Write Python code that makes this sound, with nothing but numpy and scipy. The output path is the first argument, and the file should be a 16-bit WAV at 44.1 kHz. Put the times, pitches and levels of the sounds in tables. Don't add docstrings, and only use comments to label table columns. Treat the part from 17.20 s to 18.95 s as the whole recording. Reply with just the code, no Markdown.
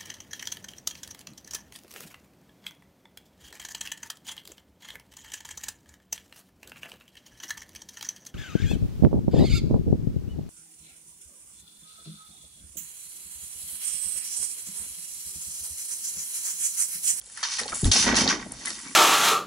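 import sys
import numpy as np
from scipy import signal
from scipy.fft import rfft, irfft
from scipy.io import wavfile

SR = 44100
rng = np.random.default_rng(int(sys.argv[2]) if len(sys.argv) > 2 else 0)


def file_out(sig):
    cols = np.atleast_2d(sig).T
    lim = np.clip(cols, -1, 1)
    pcm = np.round(lim * 32767).astype(np.int16)
    wavfile.write(sys.argv[1], SR, pcm)


N = 77175


def amp(db):
    return 10 ** (np.asarray(db) / 20)


def evened(x):
    return x / np.sqrt(np.mean(x ** 2) + 1e-20)


def read(points, hz):
    f, value = np.transpose(points)
    return np.interp(np.log(hz + 1), np.log(f + 1), value)


def add(mix, start_s, sound):
    part = mix[round(start_s * SR):][:len(sound)]
    part += sound[:len(part)]


def spread(a, b):
    # frequency in Hz, left-right likeness from 0 to 1.
    likeness = [(60, 0.9), (140, 1), (350, 0.91), (840, 0.63), (2010, 0.53), (4840, 0.63), (11600, 0.75)]
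    # frequency in Hz, left minus right in dB.
    lean_db = [(60, 1), (220, 0.5), (840, -1.0), (3120, -2), (11600, 0.5)]
    hz = np.fft.rfftfreq(N, 1 / SR)
    same = np.clip(read(likeness, hz), 0, 1)
    lean = amp(read(lean_db, hz) / 2)
    za, zb = rfft(a), rfft(b)
    left = za * lean
    right = (same * za + np.sqrt(1 - same ** 2) * zb) / lean
    return np.array([irfft(left, N), irfft(right, N)])


def level(curve, layer=None):
    spill_start_s = [.172, .231, .29, .387, .480, .519, .536, .652, .7155, .864, .955, 1.080, 1.192, 1.449]
    # rise in seconds (0.1 ms is added), length of the sag in seconds,
    # clatter level in dB, top level in dB, body level in dB, sag in dB per second.
    spills = [(0.0011, 0.021, -42, -49, -55, 158), (0.0041, 0.11, -26.5, -63, -35, 196),
              (0.038, 0.058, -30, -38, -49.5, 89), (.003, 0.02, -29, -31, -34.5, 253),
              (0.002, 0.0093, -38, -47, -39, 198), (0.0065, 0.043, -59, -55, -39, 160),
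              (0.0084, 0.12, -41.5, -32, -64, 47), (0.0013, 0.022, -31, -31, -40, 205),
              (0.0018, 0.12, -19, -27, -35.5, 23.5), (0.0014, 0.036, -27, -44, -21.5, 49),
              (.011, 0.048, -20, -30, -30, 58), (0.0066, 0.021, -22.5, -60, -23, 37),
              (0.0042, .025, -41.5, -66, -39.5, 200), (0.0035, 0.075, -39, -39.5, -41.5, 53)]
    end_db_per_s = 267, 320, 390
    t = np.arange(N) / SR
    s, db = np.transpose(curve)
    power = amp(np.interp(t, s, db)) ** 2
    if layer is None:
        return np.sqrt(power)
    for start_s, row in zip(spill_start_s, spills):
        since = t - start_s
        rise_s, length_s, sag_db_per_s = row[0] + 1e-4, row[1], row[5]
        fall_db = sag_db_per_s * np.clip(since - rise_s, 0, length_s)
        fall_db = fall_db + end_db_per_s[layer] * np.maximum(since - rise_s - length_s, 0)
        spill = np.clip(since / rise_s, 0, 1) * amp(row[2 + layer] - fall_db)
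        power = power + spill ** 2
    return np.sqrt(power)


def patter(gain_t, tone, per_s, spread_db, tap_s, wash):
    # frequency in Hz, width at half the dB in Hz, dB over the body.
    rings = [(839, 16.7, 7), (930, 29, 10), (1122, 16.7, 8.5), (1547, 20, 6), (1926, 66, 9.5),
             (2274, 42, 8), (3140, 124, 6.5), (3670, 160, 13), (4252, 78, 8), (4480, 17, 4),
             (5310, 23, -10), (5940, 20, -13), (6080, 20, -4), (6210, 17, 8.5), (7200, 76, 6.5),
             (7670, 140, 9.5), (9510, 40, 5)]
    luck = np.minimum(rng.exponential(1, N), 2.2)
    size = amp(spread_db * luck) * (rng.random(N) < per_s / SR)
    t = np.arange(2000) / SR
    taps = signal.oaconvolve(size, np.exp(-t / tap_s))[:N]
    shape = evened(taps) + wash
    hz = np.fft.rfftfreq(N, 1 / SR)
    rings_db = sum(db / (1 + (2 * (hz - f) / width) ** 2) for f, width, db in rings)
    in_band = (hz > tone[0][0]) * (hz < tone[-1][0])
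    gain = amp(read(tone, hz) + rings_db) * in_band
    a, b = irfft(rfft(shape * rng.standard_normal((2, N))) * gain, N)
    return evened(spread(a, b)) * gain_t


def clatter():
    # time in seconds, background level in dB.
    curve = [(0, -62.5), (.17, -48), (.3, -37), (.41, -46), (.7, -47), (.86, -38), (1.05, -30), (1.14, -47),
             (1.212, -54), (1.3, -54), (1.412, -43.5), (1.54, -42), (1.6, -44.5), (1.75, -47)]
    # frequency in Hz, body gain in dB.
    tone = [(880, -17), (1500, -2.5), (1910, -6.5), (2800, 3.5), (3140, 1), (3820, -3), (4290, 5),
            (6010, 12.5), (8780, -21), (9870, -3.5), (11200, -26), (14600, -51), (22000, -120)]
    return patter(level(curve, 0), tone, per_s=900, spread_db=0.87, tap_s=0.00031, wash=2.0)


def rustle():
    # time in seconds, background level in dB.
    curve = [(0.0, -53), (0.112, -46.5), (0.432, -45.5), (0.628, -38.5), (0.74, -43), (0.95, -49),
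             (1.116, -55.5), (1.378, -49.5), (1.54, -42.5), (1.75, -45.5)]
    # frequency in Hz, body gain in dB.
    tone = [(2650, -39), (4500, -29), (4600, -39), (4950, -4), (5180, -60), (6670, 3), (7310, 1),
            (8640, -0.5), (9760, 6), (11200, -6), (14600, -29), (22000, -120)]
    return patter(level(curve, 1), tone, per_s=600, spread_db=1.0, tap_s=0.0014, wash=1.0)


def rattle():
    # time in seconds, background level in dB.
    curve = [(0, -68), (.13, -62.5), (.19, -49.5), (.354, -48), (.6, -52), (.7, -55), (.8, -34), (.93, -29),
             (1.05, -30.5), (1.16, -38), (1.246, -51), (1.4, -53.5), (1.55, -53.5), (1.66, -48.5),
             (1.75, -54.5)]
    # frequency in Hz, body gain in dB.
    tone = [(460, -65), (780, -5.5), (1090, 3), (1260, 1), (1550, 3), (1690, 0.5), (2140, 1), (2370, -3.5),
            (3500, -12), (4550, -34), (7700, -120)]
    return patter(level(curve, 2), tone, per_s=300, spread_db=7.6, tap_s=0.0029, wash=1.0)


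def clunk():
    # time in seconds, level in dB.
    curve = [(0.0, -66.5), (0.14, -69), (0.248, -60), (0.36, -68), (0.388, -49.5), (0.55, -43.5),
             (0.614, -59), (0.638, -71), (0.736, -39), (0.828, -49), (0.876, -28), (0.974, -41),
             (1.076, -38), (1.364, -59.5), (1.51, -53), (1.588, -70), (1.666, -72), (1.75, -67)]
    # frequency in Hz, body gain in dB.
    tone = [(380, 0), (450, 5), (600, 4.5), (760, 3.5), (880, 1.5)]
    return patter(level(curve), tone, per_s=150, spread_db=7.5, tap_s=0.0034, wash=0.36)


def boards():
    # time in seconds, level in dB.
    curve = [(0.0, -70.5), (0.14, -69), (0.252, -65.5), (0.354, -77), (0.388, -54), (0.432, -54.5),
             (0.588, -55), (0.608, -107), (0.632, -31.5), (0.778, -39.5), (0.856, -34.5), (0.876, -21),
             (0.91, -22.5), (0.964, -30.5), (0.994, -26), (1.154, -32), (1.184, -37.5), (1.378, -50.5),
             (1.446, -47), (1.632, -56), (1.666, -47), (1.75, -59)]
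    # frequency in Hz, body gain in dB.
    tone = [(59, -41), (100, -15.5), (140, -17), (173, -7.5), (243, 1), (313, -7.5), (419, -13.5),
            (526, -23), (700, -21.5), (910, -25.5), (1540, -120)]
    return patter(level(curve), tone, per_s=90, spread_db=4.4, tap_s=0.0097, wash=0.65)


def shake():
    # time in seconds, level in dB.
    curve = [(0.0, -64), (0.306, -69.5), (0.482, -58.5), (0.75, -47), (0.804, -45), (0.954, -39.5),
             (1.13, -48.5), (1.262, -51), (1.666, -65), (1.75, -66)]
    # frequency in Hz, body gain in dB.
    tone = [(12, -43), (20, -32), (43, 0.5), (81, -10), (134, -5.5), (160, -11.5), (210, -14), (350, -120)]
    return patter(level(curve), tone, per_s=30, spread_db=4.1, tap_s=0.052, wash=1.0)


def knock(middle_db, low_db, top_db):
    # nominal frequency in Hz, level within its group in dB, t60 in seconds.
    wood_modes = [(920, -33, 0.0089), (1327, 8, 0.042), (1804, 18, 0.045), (1950, -8, .014),
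                  (2530, 10, 0.022), (3265, 0.5, 0.015), (3900, 2, .012), (4360, 1.5, 0.014),
                  (5260, -6, 0.03), (6110, 1.5, 0.0092), (6810, -4, 0.024), (7320, -5, .008),
                  (8500, -8.5, 0.013), (9280, -5.5, 0.015), (10360, -7.5, 0.012)]
    blow_t60_s = 0.0073
    t = np.arange(2600) / SR
    hz, mode_db, t60_s = np.transpose(wood_modes)[:, :, None]
    detune, phase = rng.random((2, len(wood_modes), 1))
    cycles = hz * (0.96 + 0.081 * detune) * t + 0.35 * phase
    modes = amp(mode_db - 60 * t / t60_s) * np.sin(2 * np.pi * cycles)
    modes = modes * np.minimum(t / 0.00015, 1)
    blow = rng.standard_normal(len(t)) * amp(-60 * t / blow_t60_s)
    blow[0] += 4.0
    rung = signal.fftconvolve(modes, blow[None], axes=1)[:, :len(t)]
    low, top = hz[:, 0] < 2700, hz[:, 0] > 7300
    out = np.zeros(len(t))
    for group, db in ((low, low_db), (top, top_db), (~(low | top), middle_db)):
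        part = rung[group].sum(0)
        out += amp(db) * part / abs(part).max()
    return out


def knocks():
    # start in seconds, then peak before the high-pass in dB of the middle, low and top modes.
    hits = [(0.0135, -38, -79, -54), (0.065, -43, -77, -56), (0.098, -52, -47, -47),
            (0.1741, -51, -30.5, -30), (0.2296, -17, -20, -58), (0.2364, -15, -47, -57),
            (0.385, -21, -20.5, -29), (0.3933, -42, -22.5, -21), (0.433, -23.5, -34, -41),
            (0.4797, -23, -47, -34), (0.554, -45, -43, -23.5), (0.6435, -18.5, -26, -23.5),
            (0.6544, -46, -45, -40), (0.715, -8.5, -32, -44), (0.719, -5.5, -40, -24),
            (0.7358, -11, -47, -18.5), (0.8636, -24, -22, -45), (0.944, -20, -14, -40),
            (0.9542, -12.5, -36, -22), (0.9684, -7, -25, -40), (1.0767, -9, -17, -61),
            (1.3203, -69, -48, -20), (1.4569, -23, -33, -18.5), (1.47, -26.5, -26, -32),
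            (1.4814, -44, -33, -21), (1.4933, -37, -36, -34), (1.5036, -19, -28.5, -30)]
    out = np.zeros(N)
    for start_s, middle_db, low_db, top_db in hits:
        add(out, start_s, knock(middle_db, low_db, top_db))
    return signal.sosfilt(signal.butter(3, 750, "high", fs=SR, output="sos"), out)


def room(x):
    t60_s, gap_s = 0.35, 0.004
    t = np.arange(SR // 2) / SR
    tail = rng.standard_normal((2, len(t))) * amp(-60 * t / t60_s) * (t > gap_s)
    return signal.fftconvolve(x[None], tail / np.linalg.norm(tail[0]), axes=1)[:, :N]


def squeak(length_s, db, hz, width_hz):
    t = np.arange(0, length_s, 1 / SR)
    r = np.exp(-np.pi * width_hz / SR)
    poles = [1, -2 * r * np.cos(2 * np.pi * hz / SR), r * r]
    noise = rng.standard_normal(len(t) + 500)
    ring = signal.lfilter([1], poles, noise)[500:]
    return amp(db) * np.sin(np.pi * t / length_s) * evened(ring)


def squeaks():
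    # start in seconds, length in seconds, rms before the swell in dB, pitch in Hz, width in Hz.
    slides = [(0.243, .095, -50, 1134, 59), (0.394, 0.094, -48, 500, 60), (0.518, 0.024, -30, 1340, 147),
              (.750, 0.025, -33, 797, 60), (1.404, 0.037, -44, 1940, 80), (1.465, 0.029, -31, 2025, 80),
              (1.643, 0.077, -45.5, 2270, 80)]
    out = np.zeros(N)
    for start_s, length_s, db, hz, width_hz in slides:
        add(out, start_s, squeak(length_s, db, hz, width_hz))
    return out


def thumps():
    starts_s = [.6345, .645, .650, .657]
    # level before decay and onset in dB, pitch in Hz, t60 in seconds.
    swings = [(-6.5, 137, 0.031), (-25, 210, 0.17), (-16, 43, 0.27), (-16, 93, 0.52)]
    onset_s, fade_start_s, fade_s = 0.0032, 0.714, 0.0042
    out = np.zeros(N)
    t = np.arange(SR // 4) / SR
    for start_s, (db, hz, t60_s) in zip(starts_s, swings):
        envelope = amp(db - 60 * t / t60_s) * np.minimum(t / onset_s, 1)
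        add(out, start_s, -envelope * np.sin(2 * np.pi * hz * t))
    return out * np.clip((fade_start_s - np.arange(N) / SR) / fade_s + 1, 0.05, 1)


def scene():
    wet_db = -13
    layers = clatter() + rustle() + rattle() + clunk() + boards() + shake()
    wood = knocks()
    wet = amp(wet_db) * room(wood)
    wood = wood + squeaks()
    low = thumps()
    return layers + spread(wood, np.roll(wood, 9)) + wet + spread(low, np.roll(low, 150))


def record(dry):
    edge_hz = 11150
    lowpass = signal.firwin(301, edge_hz, window=("kaiser", 7), fs=SR)
    return signal.oaconvolve(dry, lowpass[None], "same")


dry = scene()
out = record(dry)
file_out(out)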